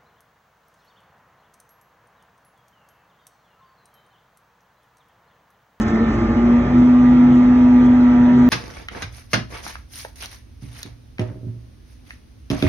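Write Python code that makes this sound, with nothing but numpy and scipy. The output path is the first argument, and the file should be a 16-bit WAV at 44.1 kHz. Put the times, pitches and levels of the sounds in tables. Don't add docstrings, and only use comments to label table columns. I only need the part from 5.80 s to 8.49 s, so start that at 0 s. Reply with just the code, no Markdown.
import sys
import numpy as np
from scipy import signal
from scipy.fft import rfft, irfft, next_fast_len
from scipy.io import wavfile

SR = 44100
rng = np.random.default_rng(int(sys.argv[2]) if len(sys.argv) > 2 else 0)


def transcribe(u):
    v = np.clip(np.atleast_2d(u).T, -1, 1)
    q = np.round(v * 32767).astype(np.int16)
    wavfile.write(sys.argv[1], SR, q)


N = 118629
T = np.arange(N) / SR
FFT_SIZE = next_fast_len(N, True)
HZ = np.maximum(np.arange(FFT_SIZE // 2 + 1) * SR / FFT_SIZE, 1)
PORT_SIGN = np.array([[1], [-1]])

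# time [s], pitch [Hz].
MOTOR_PITCH = [(0, 219.5), (.08, 223.9), (.27, 225.1), (.42, 229.3), (.6, 236.4), (.8, 240.7), (.95, 245.9),
               (1.1, 247.5), (1.4, 246.3), (1.7, 248.1), (2.15, 247.1), (2.42, 244.9), (2.69, 247)]
# time [s], level [dB].
MOTOR_LEVEL = [(0, -19), (.06, -23.5), (.1, -20), (.16, -17), (.22, -15.5), (.3, -19), (.37, -24.5),
               (.44, -20.5), (.5, -22), (.54, -24), (.57, -16), (.77, -11.5), (.82, -17.5), (.855, -26),
               (.9, -17.5), (.97, -10), (1.45, -10), (1.67, -11.5), (1.92, -9.5), (2.38, -11.5),
               (2.58, -11), (2.65, -9.5)]
# time [s], level [dB].
OCTAVE_LEVEL = [(0, -43), (.17, -36.5), (.215, -26.5), (.27, -37.5), (.38, -44.5), (.5, -30.5), (.6, -44.5),
                (.7, -45), (.755, -33), (.81, -47.5), (1.2, -43.5), (2.69, -41)]
# time [s], level [dB].
THROB_LEVEL = [(0, -26), (.11, -39), (.2, -32.5), (.37, -25), (.65, -28.5), (1.0, -30), (1.1, -40.5),
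               (1.33, -28), (1.48, -35), (2.3, -33.5), (2.69, -37.5)]
# time [s], depth [0-1].
FLUTTER = [(0, 0.4), (.53, 0.6), (.62, 0.15), (1.0, 0)]
# time [s], level [dB].
BOOM_LEVEL = [(0, -39.5), (.58, -42), (.68, -27.5), (.76, -38), (.86, -27), (.98, -26), (1.16, -36.5),
              (1.27, -27.5), (1.42, -30.5), (1.52, -21), (1.64, -35.5), (1.85, -31), (1.95, -43),
              (2.05, -23), (2.17, -42), (2.34, -41.5), (2.41, -26.5), (2.48, -38.5), (2.57, -21),
              (2.69, -33)]
# centre [Hz], half-width at -6 dB [Hz], level before swells [dB].
STEEL_RESONANCES = [(77.7, 10, -34.5), (199, 27, -36.5), (286.3, 12, -37), (331.3, 14, -36.5),
                    (356.2, 7.6, -37.5), (416, 5, -42.5), (463, 34, -50), (558.7, 9, -46), (657, 3.5, -51),
                    (750, 39, -42.5), (872, 4.7, -53), (1650, 81, -59), (1894, 69, -55.5),
                    (2505, 45, -55.5), (3220, 74, -62), (4770, 450, -77), (5650, 100, -67)]
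# time [s], change of level [dB].
EFFORT = [(0, 2.5), (.25, 2.5), (.4, 3), (.8, 1.5), (1.15, -1), (2.69, -1)]
# middle [s], mean pitch [Hz], peak level [dB], spread in time [s].
GROANS = [(0.136, 335, -26.5, 0.039), (0.148, 679, -38.5, 0.067), (0.292, 278, -36.5, 0.049),
          (0.408, 337.7, -23, 0.038), (.52, 328, -26.5, 0.02), (0.611, 360.2, -30, 0.058),
          (0.681, 347.3, -27.5, 0.02), (.71, 559, -38, 0.034), (0.798, 561, -33, 0.028),
          (0.983, 334, -28, 0.034), (0.988, 378, -34, 0.045), (1.507, 336.2, -27.5, 0.043),
          (2.038, 334.7, -28.5, 0.052), (2.037, 416, -33, .04), (2.585, 380.7, -30, 0.031),
          (2.597, 329, -33.5, 0.049)]
# multiple of the mains frequency, level at the start, in the middle and at the end [dB],
# left minus right [dB], left leads by [radians].
BUZZ_LINES = [(10, -39, -43, -38.5, 6, -0.85), (12, -48.5, -45.5, -47.5, -5.5, -1),
              (13, -48, -47.5, -56.5, 5, 2.5), (14, -43, -40, -40.5, -4, -0.5),
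              (16, -49.5, -42.5, -37.5, -4, 0.65), (18, -42.5, -46, -59, -2.5, -1.5),
              (19, -53, -57.5, -59.5, 1.5, -1.5), (20, -41.5, -39, -43, -6, -0.7),
              (21, -47, -52.5, -57.5, -2.5, -1.5), (22, -42, -41, -41.5, -3.5, -1.4),
              (23, -54.5, -55, -59, -5.5, -0.5), (24, -47.5, -51.5, -49, -1, 1.5),
              (26, -47, -55.5, -41, -6.5, 2.5), (28, -51, -54.5, -56.5, 2.5, 4),
              (30, -40.5, -56.5, -48, -1.5, -0.1), (32, -61.5, -50.5, -48, -1.5, -0.4),
              (34, -54, -53, -52, -6, 0.5), (35, -54, -58.5, -60.5, -1, 0.5),
              (36, -57.5, -57.5, -58.5, -8, 0.4), (44, -66, -60.5, -60, 3.5, -2.5)]
# pitch [Hz], level once up to speed [dB].
WHINE_LINES = [(10800, -80.5), (11280, -80.5)]
# middle [s], level before the grain [dB], spread in time [s].
RUSTLES = [(0.021, -43, 0.011), (0.091, -46, 0.02), (0.158, -52.5, 0.013), (0.353, -54.5, 0.064),
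           (0.987, -54, 0.012), (1.071, -56.5, 0.032), (1.556, -56.5, 0.031), (2.06, -50.5, 0.008),
           (2.604, -53.5, 0.033)]
# frequency [Hz], relative density [dB per Hz].
RUSTLE_COLOUR = [(2000, -19), (4000, -2.5), (6000, 2.5), (7500, -4.5), (9000, -15.5), (11000, -16.5),
                 (15000, -21)]
# frequency [Hz], relative density [dB per Hz].
RUMBLE_COLOUR = [(15, -38), (30, -31), (37, -21), (45, -4), (70, -3.5), (110, 2.5), (160, -3), (200, -0.5),
                 (300, -1.5), (400, -7.5), (480, -13), (700, -26.5), (1200, -65.5)]
# frequency [Hz], relative density [dB per Hz].
RUSH_COLOUR = [(200, -9), (450, -5.5), (600, 1.5), (800, -1.5), (1050, -3.5), (1400, -4.5), (1900, -4.5),
               (2300, -9), (2900, -16), (3500, -17.5), (4500, -24), (5600, -24), (6500, -29.5),
               (7200, -33.5), (7900, -43), (9500, -46), (11000, -53.5), (15000, -62)]
# delay [ms], level in the bass [dB].
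GIRDER_ECHOES = [(6.3, -17), (9.7, -18.5), (16.7, -16), (27.5, -17)]
# frequency [Hz], correlation [-1 to 1].
PORT_LIKENESS = [(100, .9997), (300, .98), (480, .87), (650, .55), (900, .65), (1300, .65), (1600, .35),
                 (2000, .45), (2500, .15), (3300, .55), (4100, .85), (4700, .98), (5500, .82), (7000, .92),
                 (12000, .7)]
# frequency [Hz], left minus right [dB].
PORT_BALANCE = [(600, 0.5), (1000, -2), (1700, -2.5), (2800, 0), (8000, -0.5)]
# frequency [Hz], left leads by [radians].
PORT_LEAD = [(100, 0), (250, -.2), (450, -.1), (650, -.7), (850, -.25), (1200, -.85), (1400, -.6),
             (1600, 1.2), (2050, .45), (2600, 3), (3250, 1.1), (3900, 1.9), (4400, 2.9), (4800, 3.15),
             (5200, 3.5), (6400, 6), (7400, 6.5), (8400, 9)]

WAVER_DB, WAVER_HZ = 0.23, 1.9
FLUTTER_HZ, RUN_UP_JITTER_HZ = 13.75, 4.3
THROB_RATIO = .2275
BOOM_HZ, BOOM_WANDER_HZ = 133, 3.3
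STEEL_SWELL_DB, STEEL_FOLLOWS_BOOM, STEEL_BOOM_REACH_HZ = 1.36, .25, 453
GROAN_WANDER_HZ = 3
MAINS_HZ, HUM_DB = 60, -34.5
BUZZ_WAVER_DB, BUZZ_WAVER_HZ, BUZZ_PHASE_WANDER = 2, 4.5, 0.42
BUZZ_SCATTER, BUZZ_SCATTER_HZ = 0.15, 23
WHINE_ONSET_S, WHINE_FADE_DB = 1, 14.5
RUSTLE_GRAIN_DB, RUSTLE_GRAIN_HZ = 2.5, 61
RUMBLE_DB, RUSH_DB = -27, -32.5
RUMBLE_PATCHY_DB, RUSH_PATCHY_DB = 1.3, 2.7
RUSH_SMOOTH_ABOVE_HZ, ECHO_CUT_HZ = 6500, 1100
CUTOFF_HZ = 15300


def motor():
    flutter_depth = in_time(FLUTTER)
    hz = in_time(MOTOR_PITCH) + RUN_UP_JITTER_HZ * flutter_depth * drift(25)
    flutter = 1 + np.clip(flutter_depth, 0, 1) * np.cos(2 * np.pi * FLUTTER_HZ * T)
    main_gain = flutter * from_db(in_time(MOTOR_LEVEL) + WAVER_DB * drift(WAVER_HZ))
    main = main_gain * tone(hz, -.1 * PORT_SIGN)
    octave_gain = from_db(in_time(OCTAVE_LEVEL) + 1.8 * drift(9.8))
    octave = octave_gain * tone(2 * hz, 0.63 * drift(2.5))
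    throb_gain = from_db(in_time(THROB_LEVEL) + 1.2 * drift(2.5))
    throb = throb_gain * tone(THROB_RATIO * hz, 0.8 * drift(5.2))
    return main + octave + throb


def steelwork():
    boom_db = in_time(BOOM_LEVEL)
    boom = from_db(boom_db) * tone(BOOM_HZ + BOOM_WANDER_HZ * drift(8))
    stir_db = in_time(EFFORT) + STEEL_FOLLOWS_BOOM * (boom_db - boom_db.mean())
    shaking, rings = port_spectra(), 0
    for hz, width_hz, db in STEEL_RESONANCES:
        ring = rms_one(sound_of(shaking / (1 + 1j * (HZ - hz) / width_hz) ** 2))
        share = 1 / (1 + (hz / STEEL_BOOM_REACH_HZ) ** 4)
        level_db = db + share * stir_db + STEEL_SWELL_DB * drift(7.7)
        rings = rings + from_db(level_db) * ring
    return boom + rings


def groans():
    return sum(swell(s, db, length) * tone(hz + GROAN_WANDER_HZ * drift(10)) for s, hz, db, length in GROANS)


def mains_buzz():
    out = from_db(HUM_DB) * tone(4 * MAINS_HZ)
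    for multiple, *levels_db, pan_db, lead in BUZZ_LINES:
        wander = BUZZ_PHASE_WANDER * drift(3.8)
        phase = rng.uniform(0, 2 * np.pi) + wander + PORT_SIGN * lead / 2
        level_db = np.interp(T, [0, T[-1] / 2, T[-1]], levels_db)
        level_db = level_db + BUZZ_WAVER_DB * drift(BUZZ_WAVER_HZ)
        roughness = 1 + BUZZ_SCATTER * drift(BUZZ_SCATTER_HZ)
        pan = from_db(PORT_SIGN * pan_db / 2)
        out = out + from_db(level_db) * roughness * pan * tone(multiple * MAINS_HZ, phase)
    return out


def whine():
    fade_db = WHINE_FADE_DB * np.minimum(T / WHINE_ONSET_S - 1, 0)
    return sum(from_db(db + fade_db + 2 * drift(6)) * tone(hz) for hz, db in WHINE_LINES)


def rustles():
    grain = rms_one(from_db(RUSTLE_GRAIN_DB * drift(RUSTLE_GRAIN_HZ)))
    bright = rms_one(sound_of(port_spectra() * from_db(at_hz(RUSTLE_COLOUR))))
    return sum(swell(*row) for row in RUSTLES) * grain * bright


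def air():
    rumble = from_db(RUMBLE_DB + in_time(EFFORT)) * outdoor_noise(RUMBLE_COLOUR, RUMBLE_PATCHY_DB)
    rush = from_db(RUSH_DB) * outdoor_noise(RUSH_COLOUR, RUSH_PATCHY_DB, GIRDER_ECHOES, count=48)
    return rumble + rush


def outdoor_noise(colour, patchy_db, echoes=(), count=12):
    echo_sum = sum(from_db(db) * np.exp(-2j * np.pi * HZ * ms / 1000) for ms, db in echoes)
    paths = 1 + echo_sum / (1 + (HZ / ECHO_CUT_HZ) ** 2)
    spectra = port_spectra() * from_db(at_hz(colour)) * paths
    tops = np.geomspace(60, 9000, count)
    band = np.digitize(HZ, tops[:-1])
    depth_db = patchy_db / (1 + (tops / RUSH_SMOOTH_ABOVE_HZ) ** 2)
    out = 0
    for k in range(count):
        out = out + sound_of(spectra * (band == k)) * from_db(depth_db[k] * drift(9))
    return rms_one(out)


def port_spectra():
    mid, side = rfft(rng.standard_normal((2, FFT_SIZE)))
    alike = np.clip(at_hz(PORT_LIKENESS), -1, 1)
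    both = np.sqrt(1 + alike) * mid + PORT_SIGN * np.sqrt(1 - alike) * side
    shaded = np.minimum(HZ / 600, 1) ** 2
    balance = from_db(PORT_SIGN * shaded * at_hz(PORT_BALANCE) / 2)
    return both * balance * np.exp(1j * PORT_SIGN * at_hz(PORT_LEAD) / 2)


def tone(hz, lead=0):
    return np.sqrt(2) * np.sin(2 * np.pi * np.cumsum(hz + 0 * T) / SR + lead)


def swell(s, db, length):
    return from_db(db) * np.exp(-.5 * np.minimum(abs(T - s) / length, 10) ** 2)


def drift(rate):
    pole = np.exp(-200 * np.pi * abs(rate) / SR)
    noise = rng.standard_normal(N // 100 + 1002)
    slow = signal.lfilter([1], [1, -2 * pole, pole * pole], noise)[1000:]
    return np.interp(np.arange(N) / 100, np.arange(len(slow)), rms_one(slow - slow.mean()))


def in_time(rows):
    return np.interp(T, *np.transpose(rows))


def at_hz(points):
    hz, value = np.transpose(points)
    return np.interp(np.log(HZ), np.log(hz), value)


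def sound_of(spectrum):
    return irfft(spectrum, FFT_SIZE)[..., :N]


def from_db(db):
    return 10 ** (np.asarray(db) / 20)


def rms_one(x):
    return x / np.sqrt(np.mean(x ** 2) + 1e-20)


def scene():
    return motor() + steelwork() + groans() + mains_buzz() + whine() + rustles() + air()


def record(dry):
    return signal.sosfilt(signal.cheby2(12, 70, CUTOFF_HZ, fs=SR, output="sos"), dry)


dry = scene()
out = record(dry)
transcribe(out)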